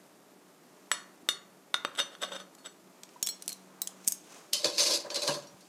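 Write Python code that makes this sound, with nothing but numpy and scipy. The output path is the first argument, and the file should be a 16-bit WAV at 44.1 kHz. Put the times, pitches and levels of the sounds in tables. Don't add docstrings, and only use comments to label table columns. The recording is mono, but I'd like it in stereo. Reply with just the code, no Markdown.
import sys
import numpy as np
from scipy import signal
from scipy.fft import rfft, irfft, next_fast_len
from scipy.io import wavfile
from scipy.ndimage import map_coordinates

SR = 44100
rng = np.random.default_rng(int(sys.argv[2]) if len(sys.argv) > 2 else 0)


def master(y):
    cut = np.clip(np.atleast_2d(y).T, -1, 1)
    pcm = np.round(cut * 32767)
    wavfile.write(sys.argv[1], SR, pcm.astype(np.int16))


N = 250488

PLATE_PITCHES = [575, 1140, 1249, 1421, 1490, 1680, 2030, 2250, 2417, 2842, 3187, 3628, 3663, 4390, 4420,
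                 5181, 6015, 6907, 7890, 8920, 10045, 11220, 12550, 13870]
# relative_level_db, t60_s (before the sustain factor of the tap)
PLATE_DECAYS = [(-0.5, 0.15), (-10, 0.5), (-14, 0.39), (-1, 0.079), (-6, 0.083), (-4.5, 0.13), (-16, 0.2),
                (-13, 0.21), (-23.5, 0.12), (1, 0.099), (-3, 0.053), (-4.5, 0.11), (1, 0.17), (-11.5, 0.33),
                (-7.5, 0.22), (-6.5, 0.14), (-8.5, 0.23), (-17, 0.34), (-1.5, 0.088), (-12, 0.26),
                (-15, 0.13), (-17.5, 0.16), (-40, 0.11), (-31, .1)]
# frequency_hz, relative_level_db
CERAMIC_COLOUR = [(120, -83), (200, -18), (842, -18), (1480, -4.5), (2560, -20.5), (3610, -4.5),
                  (4100, -21.5), (7090, -23.5), (8050, -29.5), (12900, -33.5), (15500, -78)]
# frequency_hz, relative_level_db
CLATTER_COLOUR = [(710, -34), (1200, -21), (1860, -25.5), (2620, -11), (3010, -15.5), (4480, -2.5),
                  (5730, -9), (10800, -18.5), (14100, -30.5), (15500, -104)]


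def amp(db):
    return 10 ** (np.asarray(db) / 20)


def unit(x):
    return x / np.sqrt(np.mean(x ** 2) + 1e-20)


def along(points, hz):
    point_hz, value = np.transpose(points)
    return np.interp(np.log(hz + 1), np.log(point_hz + 1), value)


def curves(rows):
    time_s, *columns = np.transpose(rows)
    t = np.arange(N) / SR
    return [np.interp(t, time_s, column, left=-150, right=-150) for column in columns]


def wobble(rate):
    knots = rng.standard_normal(int(N * rate / SR) + 4)
    return map_coordinates(knots, [np.arange(N) * rate / SR])


def filtered(x, response):
    size = next_fast_len(N + SR // 2)
    return irfft(rfft(x, size) * response(np.fft.rfftfreq(size, 1 / SR)), size)[:N]


def resonances(peaks):
    def response(f):
        total = 0
        for k, (centre, width, db) in enumerate(peaks):
            peak = 1j * f * width / (centre * centre - f * f + 1j * f * width)
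            total = total + (-1) ** k * amp(db) * peak
        return total
    return response


def noise(spectrum, grain_db):
    flickering = rng.standard_normal(N) * amp(grain_db * wobble(150))
    return unit(filtered(flickering, lambda hz: amp(along(spectrum, hz))))


def grit(rate, spread_db):
    hits = rng.random(N) < rate / SR
    return unit(hits * rng.standard_normal(N) * amp(spread_db * rng.exponential(size=N)))


def swells(full_strength_s, hold_s, db, rise, fall):
    t = np.arange(N) / SR - np.asarray(full_strength_s)[:, None]
    before = np.maximum(-t, 0)
    after = np.maximum(t - np.reshape(hold_s, (-1, 1)), 0)
    drop = np.minimum(before * rise + after * fall, 200)
    return amp(np.asarray(db)[:, None] - drop).sum(axis=0)


def strikes(events, modes, colour, contact, scatter_db, free_db, damped_s=0):
    grip_db_per_s = 1200
    out = np.zeros(N + SR)
    t = np.arange(SR // 3) / SR
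    f = np.fft.rfftfreq(len(t), 1 / SR)
    hz, level_db, t60 = np.transpose(modes)[:, :, None]
    crack_s, ring_tilt_db, ring_follows = contact
    for start_s, peak_db, tilt_db, ring_db, sustain, *free_hz in events:
        nearness = np.exp(-(np.log(hz / free_hz) / .04) ** 2)
        free = nearness.max(axis=1, keepdims=True)
        tilt = ring_tilt_db + ring_follows * tilt_db
        strength = level_db + tilt * np.log2(hz / 4000) + free_db * free
        strength = strength - strength.max() + rng.normal(0, scatter_db, hz.shape)

        decaying = amp(strength - 60 * t / (t60 * sustain))
        ring = (decaying * np.sin(2 * np.pi * hz * t)).sum(axis=0)
        gripped_s = np.maximum(start_s + t - damped_s, 0) * (start_s < damped_s)
        ring = ring * amp(-grip_db_per_s * gripped_s)

        crack_db = along(colour, f) + tilt_db * np.log2(f / 4000 + 0.33)
        burst = irfft(rfft(rng.standard_normal(len(t))) * amp(crack_db))
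        crack = burst * amp(-60 * t / crack_s) * (1 - np.exp(-t / 0.00016))
        crack = crack / np.abs(crack).max()
        out[round(start_s * SR):][:len(t)] += amp(peak_db) * crack + amp(peak_db + ring_db) * ring
    return out[:N]


def rim_taps():
    # start_s, crack_peak_db, brightness_db_per_octave, ring_under_peak_db,
    # sustain_factor, free_mode_hz, second_free_mode_hz
    taps = [(.9155, -8.5, 2.5, -16.5, 1.15, 10045, 7890), (1.288, -12, 2.5, -14, 0.76, 3580, 6015),
            (1.742, -10, -1, -19, .43, 1140, 1421), (1.849, -15.5, -3, -11.5, 0.26, 3650, 575),
            (1.951, -35, 5, -14, 0.77, 3640, 7890), (1.96, -34, -6, -17, .66, 3187, 6015),
            (1.975, -33.5, 5, -15, 0.78, 3520, 8920), (1.99, -18.5, 3, -22, .67, 8920, 7890),
            (2.0, -17.5, 0, -15, 0.71, 2842, 6015), (2.151, -35, -3.5, -24, .65, 3640, 4420),
            (2.218, -35.5, 7, -6, 0.98, 3700, 575), (2.234, -25.5, -2, -10, 0.28, 3700, 575),
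            (2.32, -29.5, -7, -7, 0.76, 575, 3640), (2.364, -30, -3, -15, 0.9, 3750, 1249),
            (2.584, -51.5, 4, -8.5, 1.3, 4420, 6907), (2.66, -33.5, 2.5, -9.5, 0.74, 6015, 7890)]
    modes = np.column_stack([PLATE_PITCHES, PLATE_DECAYS])
    return strikes(taps, modes, CERAMIC_COLOUR, contact=(0.013, 1.7, 1.02), scatter_db=2.23, free_db=7.0)


def scrape():
    # full_strength_s, hold_s, grind_db and body_db (both ahead of the plate's response)
    drags = [(1.992, 0.0072, -23, -72), (2.124, 0.018, -46.5, -61), (2.225, .018, -30, -49),
             (2.27, .025, -48, -64), (2.32, 0.032, -36, -50), (2.4, 0.012, -41.5, -66),
             (2.652, .01, -43, -72)]
    drag_rise, drag_fall, rock_fall = 1400, 750, 950
    full_strength_s, hold_s, grind_db, body_db = np.transpose(drags)
    grind_gain = swells(full_strength_s, hold_s, grind_db, drag_rise, drag_fall)
    push_gain = swells(full_strength_s, hold_s, body_db, drag_rise, rock_fall)
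    skipping = grit(2200, spread_db=1.5) * amp(2.7 * wobble(70))

    damped_modes = []
    for hz, (db, t60) in zip(PLATE_PITCHES, PLATE_DECAYS):
        damped_modes.append((hz, 7 / t60, db - 20 * np.log10(1 / t60)))
    ringing = resonances(damped_modes)

    def rim_response(hz):
        return amp(10.5 + along(CERAMIC_COLOUR, hz)) + amp(26) * ringing(hz)

    rim = filtered(grind_gain * skipping, rim_response)
    rocking = filtered(push_gain * skipping, resonances([(PLATE_PITCHES[0], 120, 20.5)]))
    return rim + rocking


def hand_clinks():
    # start_s, crack_peak_db, brightness_db_per_octave, ring_under_peak_db,
    # sustain_factor, free_mode_hz, second_free_mode_hz
    clinks = [(2.55, -42.5, -5, -40, .32, 6476, 11430), (3.034, -29.5, -10.5, -45, 0.27, 4240, 7849),
              (3.091, -44, -14.5, -30, .4, 5556, 6476), (3.2273, -12.5, -2, -22.5, 1.8, 5556, 3360),
              (3.2645, -22, 3, -19, .6, 3400, 10900), (3.2715, -15.5, -3, -17.5, 1, 3400, 10800),
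              (3.2885, -28.5, 0, 0, 1.5, 4240, 7849), (3.423, -29.5, -2.5, -11, 0.29, 3930, 9200),
              (3.46, -44, 1, -18, .6, 9200, 14300), (3.479, -18, -4, -13, 0.74, 4240, 10000),
              (3.492, -25, -4.5, -15, 1.7, 4240, 12600), (3.507, -35, -4, -15.5, 0.92, 4240, 10900),
              (3.5, -32.5, -3, -9.5, 0.93, 2300, 11430), (3.52, -36, -6, -1, 0.92, 4240, 12600),
              (3.528, -29, 1, -18, 0.86, 3930, 3930), (3.818, -16.5, -1.5, -11, 0.58, 3930, 14300),
              (3.873, -20.5, -1.5, -21, .47, 3200, 9200), (4.046, -41, -5, -40, .5, 5556, 9200),
              (4.071, -30, 4, -19, 0.65, 6476, 8400), (4.0765, -11, 4, -3, 0.79, 10000, 8400),
              (4.082, -12.5, 7, -22, .37, 10000, 8400), (4.1215, -16.5, 3, -4.5, 1.02, 6476, 11430),
              (4.138, -39, -1, -28, .6, 6476, 8400)]
    steel_pitches = [2300, 3200, 3400, 3930, 4240, 5556, 6476, 7849, 8400, 9200, 10000, 10900, 11430, 12600,
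                     14300]
    # relative_level_db, t60_s (before the sustain factor)
    steel_decays = [(-9.5, 0.023), (-9, 0.049), (-22.5, 0.046), (-12, 0.066), (-8.5, 0.039), (-14, 0.29),
                    (5, 0.036), (-8, 0.095), (1.5, 0.056), (-5, 0.14), (10, 0.025), (-32, .06),
                    (-30, 0.057), (-5, 0.07), (0, 0.056)]
    # frequency_hz, relative_level_db
    tick_colour = [(88, -55), (150, -33), (2340, -18), (5520, -2.5), (6320, 2), (7110, 0.5), (8310, 2.5),
                   (9160, -7.5), (10100, -3), (14600, -7), (15800, -43)]
    modes = np.column_stack([steel_pitches, steel_decays])
    return strikes(clinks, modes, tick_colour, contact=(0.017, -1.3, 0.87), scatter_db=4.5, free_db=22.5,
                   damped_s=3.335)


def drawer():
    # time_s, clatter_db
    clatter_curve = [(4.525, -68), (4.54, -50), (4.77, -45), (4.79, -30), (4.945, -29.5), (5.04, -56.5),
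                     (5.09, -86), (5.15, -62), (5.29, -41.5), (5.36, -55), (5.46, -78), (5.55, -93)]
    # pitch_hz, width_hz, relative_level_db
    cutlery_modes = [(2075, 47, 3.5), (2600, 200, -12), (2960, 22, 0), (3070, 19, -1), (3800, 29, -14),
                     (4417, 160, 5), (5160, 78.6, -6), (5720, 40, 4.5), (6360, 80, 3.5), (6370, 31, -16),
                     (7240, 45, 2.5), (8750, 43, -18), (9900, 450, -27), (10600, 100, -23),
                     (10600, 160, -9), (11700, 220, -24), (12400, 21, -26), (12800, 58, -23),
                     (13100, 39, -28), (13300, 22, -32), (13600, 76, -38), (13800, 71, -32)]
    # pitch_hz, width_hz, relative_level_db
    drawer_modes = [(138, 12, -17.5), (335.5, 39.5, -9), (485, 42, -9), (581.4, 16.6, 1.5),
                    (1029, 85, -14.5), (1640, 130, -22)]
    # start_s, crack_peak_db, brightness_db_per_octave, ring_under_peak_db,
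    # free_mode_hz, second_free_mode_hz, boom_db
    jolt_rows = [(4.5324, -14, 6, -18.5, 4780, 3140, -44.5), (4.6452, -15.5, -6, -9, 4400, 5050, -30.5),
                 (4.782, -15.5, -6, -23, 4370, 6150, -46), (5.046, -46, -4, -25, 4400, 5300, -40.5),
                 (5.1025, -27.5, -8, -19, 3750, 6330, -38.5), (5.145, -22, 4, -16, 3850, 6000, -49),
                 (5.1591, -26.5, -11, -8, 4570, 5500, -37), (5.22, -23.5, 0, -20, 4446, 6320, -40.5),
                 (5.2772, -19, -4, -23, 4400, 6230, -27), (5.3379, -30.5, -11, -24, 4540, 5350, -39.5),
                 (5.4238, -49, -4, -8, 4900, 6900, -75), (5.4712, -48, 4, -11, 4860, 5560, -75),
                 (5.608, -48.5, 9, -32, 4960, 6500, -68)]
    start_s, peak_db, tilt_db, ring_db, free_hz, second_hz, boom_db = np.transpose(jolt_rows)

    moving = amp(curves(clatter_curve)[0])
    stirred = swells(start_s, .012, peak_db - 16, rise=4000, fall=350)
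    boomed = swells(start_s + 0.0089, 0.012, boom_db, rise=1300, fall=470)
    clatter_gain = moving + stirred
    boom_gain = amp(-5) * moving + boomed

    flickering = grit(5000, spread_db=-2.5) * amp(1.44 * wobble(60))
    grains = filtered(flickering, lambda hz: amp(along(CLATTER_COLOUR, hz)))
    metallic = unit(filtered(grains, resonances(cutlery_modes)))
    clatter = unit(unit(grains) + amp(-1) * metallic)
    boom = unit(filtered(rng.standard_normal(N) * amp(2.3 * wobble(40)), resonances(drawer_modes)))

    modes = [(hz, db, 3.4 / width) for hz, width, db in cutlery_modes]
    sustain = np.ones_like(start_s)
    rows = np.column_stack([start_s, peak_db, tilt_db, ring_db, sustain, free_hz, second_hz])
    jolts = strikes(rows, modes, CLATTER_COLOUR, contact=(0.034, .4, .01), scatter_db=4, free_db=34)
    rattle = clatter_gain * clatter + amp(10.5) * tinkles(clatter_gain, count=900, t60=0.084)
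    return rattle + boom_gain * boom + jolts


def tinkles(gain, count, t60):
    when, pitch, size, life = rng.random((count, 4)).T[:, :, None]
    audible = gain > 3e-5
    start = np.searchsorted(np.cumsum(audible), 1 + when * (audible.sum() - 1))
    hz = 2400 * amp(15 * pitch)
    sample = np.arange(SR // 12)
    t = sample / SR
    level_db = along(CLATTER_COLOUR, hz) - 25.5 * size - 60 * t / (t60 * (0.3 + life))
    notes = gain[start] * amp(level_db) * np.sin(2 * np.pi * hz * t)
    return np.bincount((start + sample).ravel(), notes.ravel(), N + SR)[:N]


def knock():
    # start_s, level_db, pitch_hz, t60_s
    knocks = [(1.23, -35.5, 268, 0.023), (3.160, -38.5, 973, 0.048), (3.227, -23, 263, 0.01),
              (4.075, -33, 243, 0.022), (5.047, -32, 627, 0.04), (5.29, -35.5, 146.3, 0.22),
              (5.54, -47, 122, 0.044)]
    start_s, level_db, hz, t60 = np.transpose(knocks)[:, :, None]
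    t = np.maximum(np.arange(N) / SR - start_s, 0)
    soft_onset = 1 - np.exp(-t / 0.0022)
    return (amp(level_db - 60 * t / t60) * np.sin(2 * np.pi * hz * t) * soft_onset).sum(axis=0)


def kitchen(x, turn_s=.3):
    # frequency_hz, t60_s
    room_decay = [(200, 0.65), (1500, 0.47), (3000, 0.32), (7000, 0.28), (14000, 0.16)]
    out = np.zeros(N + SR)
    step = round(turn_s * SR)
    for start in range(0, N, step):
        hz, t, cells = signal.stft(rng.standard_normal(SR // 2), SR, nperseg=256)
        dying = cells * amp(-60 * t / along(room_decay, hz)[:, None])
        tail = signal.istft(dying, SR, nperseg=256)[1]
        wet = signal.fftconvolve(x[start:start + step], tail / np.linalg.norm(tail))
        out[start + 150:][:len(wet)] += wet
    return out[:N]


def background():
    # time_s, shuffle_db, rustle_db
    movement = [(0.0, -63, -77), (0.33, -65.5, -83), (0.87, -63, -69), (1.58, -65, -82), (2.39, -62.5, -70),
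                (2.7, -65.5, -79.5), (3.02, -63.5, -69.5), (3.45, -63, -63.5), (3.89, -59.5, -75),
                (4.08, -61.5, -55), (4.22, -66, -64.5), (4.35, -53.5, -54), (4.55, -66, -70),
                (5.3, -52.5, -60), (5.46, -60, -68), (5.68, -66.5, -65)]
    # frequency_hz, relative_level_db
    shuffle_colour = [(100, -51), (250, -1.5), (500, 2), (1200, 0.5), (2500, -10.5), (5000, -38)]
    # frequency_hz, relative_level_db
    rustle_colour = [(1000, -31), (2500, -3.5), (4500, -6.5), (6500, -2), (9000, -8.5), (15000, -24)]
    # frequency_hz, relative_level_db
    air_colour = [(15, -82), (25, -44), (117, -20), (141, -11), (180, -5), (212, -8.5), (294, -4),
                  (418, -8), (519, -16), (594, -10), (1490, -29.5), (1620, -26), (7170, -26), (14500, -31),
                  (16200, -67.5)]
    # pitch_hz, width_hz (of one filter pass), level_db
    fridge_hum = (188, 2.9, -66.5)
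    shuffle_db, rustle_db = curves(movement)
    hz, width, hum_db = fridge_hum
    narrow = resonances([(hz, width, 0)])
    hum = unit(filtered(rng.standard_normal(N), lambda f: narrow(f) ** 2))
    shuffle = amp(shuffle_db) * noise(shuffle_colour, grain_db=1.0)
    rustle = amp(rustle_db) * noise(rustle_colour, grain_db=1.5)
    air = amp(-59.5) * noise(air_colour, grain_db=0.83)
    return air + amp(hum_db) * hum + shuffle + rustle


def scene():
    struck = rim_taps() + scrape() + hand_clinks() + drawer()
    small = filtered(struck, lambda hz: (1j * hz / (1j * hz + 130)) ** 2)
    near = small + knock()
    return np.tile(near + amp(-12.5) * kitchen(near) + background(), (2, 1))


def record(dry):
    top_hz = 16000
    kept = filtered(dry[0], lambda hz: (1j * hz / (1j * hz + 90)) ** 2 * (hz < top_hz))
    return np.tile(kept, (2, 1))


dry = scene()
out = record(dry)
master(out)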